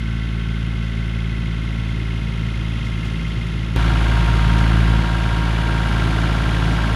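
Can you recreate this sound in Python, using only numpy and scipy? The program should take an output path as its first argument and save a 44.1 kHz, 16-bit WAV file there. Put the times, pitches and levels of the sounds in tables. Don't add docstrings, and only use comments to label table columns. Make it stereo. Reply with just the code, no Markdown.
import sys
import numpy as np
from scipy import signal
from scipy.io import wavfile

SR = 44100
rng = np.random.default_rng(int(sys.argv[2]) if len(sys.argv) > 2 else 0)


def to_wav(sig):
    pcm = np.clip(np.atleast_2d(sig), -1, 1) * 32767
    pcm = np.round(pcm).astype(np.int16)
    wavfile.write(sys.argv[1], SR, pcm.T)


N = 306495
TIME = np.arange(N) / SR
NEAR_FROM_S, FAR_UNTIL_S = 3.762, 5.0
CYLINDERS = 3
FREE_HZ, SAG_HZ = 55.8, 1.1
CYCLE_HZ = (FREE_HZ - SAG_HZ / 2) / CYLINDERS


def from_db(db):
    return 10 ** (np.asarray(db) / 20)


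def rms_one(x):
    return x / np.sqrt(np.mean(x ** 2) + 1e-20)


def at_hz(points, hz, column=1):
    columns = np.transpose(points)
    return np.interp(np.log(hz), np.log(columns[0]), columns[column])


def drift(rate_hz):
    pole = np.exp(-200 * np.pi * rate_hz / SR)
    steps = rng.standard_normal(N // 100 + 1002)
    slow = signal.lfilter([1], [1, -2 * pole, pole * pole], steps)[1000:]
    return np.interp(np.arange(N) / 100, np.arange(len(slow)), rms_one(slow))


def coloured(excite, spectrum, pan, low_hz, high_hz, count):
    out, edges, ears = 0, np.geomspace(low_hz, high_hz, count + 1), np.array([[1], [-1]])
    for k, (low, high) in enumerate(zip(edges, edges[1:])):
        hz = np.sqrt(low * high)
        band_pass = signal.butter(2, [low, high], "band", fs=SR, output="sos")
        mid, side = signal.sosfilt(band_pass, excite(hz, k))
        band = rms_one(mid) + from_db(at_hz(pan, hz, column=2)) * rms_one(side) * ears
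        level = from_db(at_hz(spectrum, hz) + ears * at_hz(pan, hz) / 2)
        out = out + band * level * np.sqrt(high - low)
    return out / np.std(out.mean(axis=0))


def cyclic_noise(firings):
    size = int(SR / CYCLE_HZ)
    position = (firings / CYLINDERS % 1 * size).astype(int)
    return rng.standard_normal((2, 2, size))[..., position]


def tone(firings, multiple, pan, flutter, wander):
    angle = 2 * np.pi * (np.round(multiple) * firings / CYLINDERS + rng.random()) + wander * drift(5.2)
    ears = np.array([np.sin(angle + 0.35 * drift(5.3)) for _ in range(2)])
    balance = from_db(at_hz(pan, multiple * CYCLE_HZ) * np.array([[.5], [-.5]]))
    return np.sqrt(2) * ears * rms_one(1 + flutter * drift(3.4)) * balance


def under_load(load, free_db, load_db):
    return {part: from_db(free_db[part] + load_db[part] * load) for part in free_db}


def in_tune(load, loudest_at, width):
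    return np.exp(-((load - loudest_at) / width) ** 2 / 2)


# t/s, firing rate/Hz
FAR_SPEED = [(0.0, 55.804), (1.4, 55.637), (2.6, 55.18), (3.1, 54.916), (3.45, 55.004), (3.9, 55.238),
             (4.4, 55.311), (5.0, 55.587)]
NEAR_SPEED = [(3.75, 55.206), (4.2, 55.181), (4.45, 55.17), (4.65, 55.11), (4.9, 55.403), (5.2, 55.496),
              (5.6, 55.312), (6.05, 54.682), (6.95, 54.864)]
def crankshaft(speed):
    rate = np.interp(TIME, *np.transpose(speed))
    return np.cumsum(rate) / SR, (FREE_HZ - rate) / SAG_HZ


# multiple of the firing rate, level/dB (1-2 against drone, the rest against bark)
FAR_EXHAUST = [(1, 0.5), (2, -2.5), (3, 0), (4, -5.5), (5, -26), (6, -21.5), (7, -20)]
NEAR_EXHAUST = [(1, 0.5), (2, -4.5), (3, -0.5), (4, -11.5), (5, -17.5), (6, -15.5), (7, -21.5)]
def exhaust(firings, harmonics, drone, bark, waver=0.053):
    opens_at, lead_rad = .66, .95
    out = 0
    for k, level_db in harmonics:
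        level = from_db(level_db) * (drone if k <= 2 else bark) * (1 + waver * (k - 1) * drift(6.2))
        out = out - np.sqrt(2) * level * np.cos(2 * np.pi * k * (firings - opens_at) + lead_rad)
    return out


# f/Hz, level/dB
RUMBLE = [(170, -6), (210, 1.5), (280, 0.5), (340, -3), (400, -8), (450, -3)]
def rumble(firings, pan, puff=0.62, puff_at=0.72, repeat=0.3):
    gas = rng.standard_normal((2, 2, N)) + repeat * cyclic_noise(firings)
    gas = gas * (1 + puff * np.cos(2 * np.pi * (firings - puff_at)))
    return coloured(lambda hz, k: gas[k % 2], RUMBLE, pan, 177.5, 438, count=5)


# position/firings, f/Hz, width/octaves, level/dB, half length/firings
FAR_KNOCKS = [(0.02, 2080, .22, 7, .13), (.38, 2080, .15, 6, .13), (.28, 2400, .5, 5, .13),
              (1.0, 1400, .25, 8, .11), (1.12, 2900, .4, 5, .22), (1.58, 1400, .3, 6, .15),
              (1.6, 620, .25, 8, .2), (2.08, 2300, .6, 6, .14)]
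NEAR_KNOCKS = [(0.06, 1480, .24, 11, .19), (.48, 1450, .24, 10, .2), (1.12, 1500, .24, 8.5, .16),
               (.52, 730, .25, 5, .1), (2.6, 730, .25, 3, .2), (1.57, 440, .2, 4, .15),
               (2.05, 2050, .3, 7.5, .14), (2.25, 2900, .5, 4, .14), (1.25, 2600, .6, 1, .2),
               (.28, 2900, .5, 1, .15)]
def knocking(firings, knocks):
    at, centre_hz, octaves, level_db, half_length = np.transpose(knocks)
    away = (firings - at[:, None] + CYLINDERS / 2) % CYLINDERS - CYLINDERS / 2
    bursts = from_db(level_db[:, None]) ** 2 * np.exp(-(away / half_length[:, None]) ** 2)

    def force(hz):
        reach = np.exp(-(np.log2(hz / centre_hz) / octaves) ** 2)
        return rms_one(np.sqrt(1 + reach @ bursts))
    return force


# f/Hz, level/dB
FAR_CLATTER = [(450, -7), (620, -7.5), (780, -6.5), (1000, -10.5), (1200, -8), (1400, -3), (1780, -6),
               (2080, -4.5), (2350, -10), (2700, -5.5), (3300, -6.5), (3900, -12.5), (4500, -15.5)]
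NEAR_CLATTER = [(450, -1.5), (560, -4.5), (740, 0.8), (900, -1.5), (1200, -2.2), (1400, -0.5), (1600, -1),
                (1820, -4), (2000, -4.5), (2400, -4.5), (3300, -6), (3900, -10), (4500, -13)]
# f/Hz, width/Hz, boost/dB
FAR_BODY = [(1335, 94, 4.5), (1980, 50, 4), (2110, 87, 6.5), (2520, 60, 5.5), (2717, 80, 5),
            (3160, 73, 4.5), (3510, 88, 3.5)]
NEAR_BODY = [(690, 140, 0.88), (1364, 70, 4.9), (1607, 53, 5), (1997, 180, 3.9), (2850, 54, 4.5),
             (3340, 170, 2.2)]
def clatter(firings, force, spectrum, body, pan):
    alike, fresh = cyclic_noise(firings + .001 * drift(12)), rng.standard_normal((2, 2, N))

    def excite(hz, k):
        repeat = 1.6 / (1 + (hz / 3200) ** 4)
        return force(hz) * (fresh[k % 2] + repeat * alike[k % 2])
    rattle = coloured(excite, spectrum, pan, 451.5, 4504, count=17)
    lift = sum((from_db(db) - 1) * signal.lfilter(*signal.iirpeak(hz, hz / width_hz, fs=SR), rattle)
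               for hz, width_hz, db in body)
    return rms_one(rattle + lift)


# multiple of the cycle rate, level/dB against the clatter
FAR_TONES = [(34, -22), (59, -19), (75, -20.5), (93, -18), (105, -17.5), (115, -13), (136, -20.5),
             (148, -18.5), (172, -17.5), (186, -17.5)]
NEAR_TONES = [(34, -18.5), (37, -19.5), (58, -15.5), (73, -16), (76, -11.5), (82, -15.5), (87, -12.5),
              (105, -25)]
def ringing(firings, force, notes, pan):
    return sum(from_db(db) * force(multiple * CYCLE_HZ)
               * tone(firings, multiple, pan, flutter=.15, wander=.25) for multiple, db in notes)


# multiple of the cycle rate, level/dB, load where loudest (0-1), width in load
PANELS = [(82.25, -46.5, 0.02, 0.21), (108.1, -46, 0.12, 0.32)]
def panels(firings, force, load, pan):
    return sum(in_tune(load, loudest_at, width) * ringing(firings, force, [(multiple, db)], pan)
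               for multiple, db, loudest_at, width in PANELS)


# teeth, far level/dB, near level/dB, load where loudest (0-1), width in load
GEARS = [(51, -54.5, -33.5, 0.53, 0.37), (66.4, -61, -40.5, 0.59, .16)]
def gears(firings, load, pan, close):
    return sum(from_db(near_db if close else far_db) * in_tune(load, loudest_at, width)
               * tone(firings, teeth, pan, flutter=0.2, wander=0.13)
               for teeth, far_db, near_db, loudest_at, width in GEARS)


# f/Hz, level/dB
FAR_SOIL = [(4500, 1), (5500, 0), (6700, -4), (8200, -14), (9200, -8.5), (10200, -6.5), (11500, -21),
            (14500, -22)]
NEAR_SOIL = [(4500, 3.5), (5500, -2.5), (6700, -4), (8200, -11.5), (9200, -8), (10200, -7), (11500, -18.5),
             (14500, -22)]
def soil(firings, spectrum, pan, crumbs_per_s=250, crumb_db=8, throb=0.14):
    hits = rng.random(N) < crumbs_per_s / SR
    crumbs = hits * rng.standard_normal(N) * from_db(crumb_db + 3 * drift(8))
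    hiss = rng.standard_normal((2, 2, N)) * (1 + throb * np.cos(2 * np.pi * (firings - .15)))
    return coloured(lambda hz, k: hiss[k % 2] + crumbs, spectrum, pan, 4610, 14260, count=11)


# f/Hz, level/dB
ROTOR = [(25, -41), (45, -16), (70, -20), (95, -14.5), (125, -6), (150, -7), (175, -17)]
def rotor(firings, pan, repeat=0.29):
    thuds = rng.standard_normal((2, 2, N)) + repeat * cyclic_noise(firings)
    return coloured(lambda hz, k: thuds[k % 2], ROTOR, pan, 26.4, 175.5, count=9)


FAR_DB = dict(drone=-24, bark=-31, rumble=-39.5, clatter=-38, soil=-55, rotor=-34)
FAR_LOAD_DB = dict(drone=-1.5, bark=-2.3, rumble=3.5, clatter=2.55, soil=3.5, rotor=6)
# f/Hz, left minus right/dB, side minus mid/dB
FAR_PAN = [(60, 0.5, -15), (270, -1, -35), (450, 0.5, -17), (730, 0.5, -9), (1280, -2, -8.5),
           (3300, -0.6, -16.5), (5500, -1.8, -9), (8540, -4.5, -15), (14000, -2, -14)]
def far_tractor():
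    firings, load = crankshaft(FAR_SPEED)
    gain, force = under_load(load, FAR_DB, FAR_LOAD_DB), knocking(firings, FAR_KNOCKS)
    block = clatter(firings, force, FAR_CLATTER, FAR_BODY, FAR_PAN)
    block += ringing(firings, force, FAR_TONES, FAR_PAN)
    buzz = panels(firings, force, load, FAR_PAN)
    pipe = exhaust(firings, FAR_EXHAUST, gain["drone"], gain["bark"])
    gas = gain["rumble"] * rumble(firings, FAR_PAN)
    tiller = gain["soil"] * soil(firings, FAR_SOIL, FAR_PAN) + gain["rotor"] * rotor(firings, FAR_PAN)
    whine = gears(firings, load, FAR_PAN, close=False)
    return pipe + gas + gain["clatter"] * block + buzz + tiller + whine


# t/s, level/dB
STONES = [(1.6994, -57), (1.8794, -55), (2.4613, -52), (2.8494, -46), (3.0505, -45), (3.2809, -50),
          (3.466, -49), (4.582, -40), (6.7194, -41)]
def stones(decay_s=0.031):
    force = sum(from_db(db) * (TIME >= s) * np.exp(-np.abs(TIME - s) / decay_s) for s, db in STONES)
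    grit = rng.standard_normal((2, 2, N))
    return force * coloured(lambda hz, k: grit[k % 2], FAR_SOIL, FAR_PAN, 3300, 12800, count=5)


# f/Hz, level/dB
EARTH = [(380, 1.5), (600, -5.5), (1100, -2)]
def tumbling_earth(start_db=-47.0, rise_db_per_s=3.0):
    clods = rng.standard_normal((2, 2, N))
    level = from_db(start_db + rise_db_per_s * (TIME - NEAR_FROM_S))
    return level * coloured(lambda hz, k: clods[k % 2], EARTH, NEAR_PAN, 368, 1100, count=4)


NEAR_DB = dict(drone=-20, bark=-25.5, rumble=-35.5, clatter=-29, soil=-47.5, rotor=-32.5)
NEAR_LOAD_DB = dict(drone=-0.5, bark=-2.2, rumble=5, clatter=1.27, soil=2.4, rotor=5)
# f/Hz, left minus right/dB, side minus mid/dB
NEAR_PAN = [(160, -2, -42), (450, 0, -17), (690, 6, -8.5), (1280, 5, -9), (2100, 4, -6.5), (3300, 3, -12),
            (5500, -4, -3), (8500, -0.5, -24), (14000, 0, -13)]
def near_tractor(head_start_firings=.88):
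    firings, load = crankshaft(NEAR_SPEED)
    firings = firings + head_start_firings
    gain, force = under_load(load, NEAR_DB, NEAR_LOAD_DB), knocking(firings, NEAR_KNOCKS)
    block = clatter(firings, force, NEAR_CLATTER, NEAR_BODY, NEAR_PAN)
    block += ringing(firings, force, NEAR_TONES, NEAR_PAN)
    pipe = exhaust(firings, NEAR_EXHAUST, gain["drone"], gain["bark"])
    gas = gain["rumble"] * rumble(firings, NEAR_PAN)
    tiller = gain["soil"] * soil(firings, NEAR_SOIL, NEAR_PAN) + gain["rotor"] * rotor(firings, NEAR_PAN)
    tiller += tumbling_earth()
    whine = gears(firings, load, NEAR_PAN, close=True)
    return pipe + gas + gain["clatter"] * block + tiller + whine


def scene():
    far_on = np.clip((FAR_UNTIL_S - TIME) / .01 + .5, 0, 1)
    return far_on * far_tractor() + (TIME >= NEAR_FROM_S) * near_tractor() + stones()


def record(dry):
    bass_cuts_hz, top_cut_hz = (15, 8), 14400
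    ears = [signal.sosfilt(signal.butter(1, hz, "high", fs=SR, output="sos"), x)
            for hz, x in zip(bass_cuts_hz, dry)]
    return signal.sosfilt(signal.ellip(10, .1, 80, top_cut_hz, fs=SR, output="sos"), ears)


dry = scene()
out = record(dry)
to_wav(out)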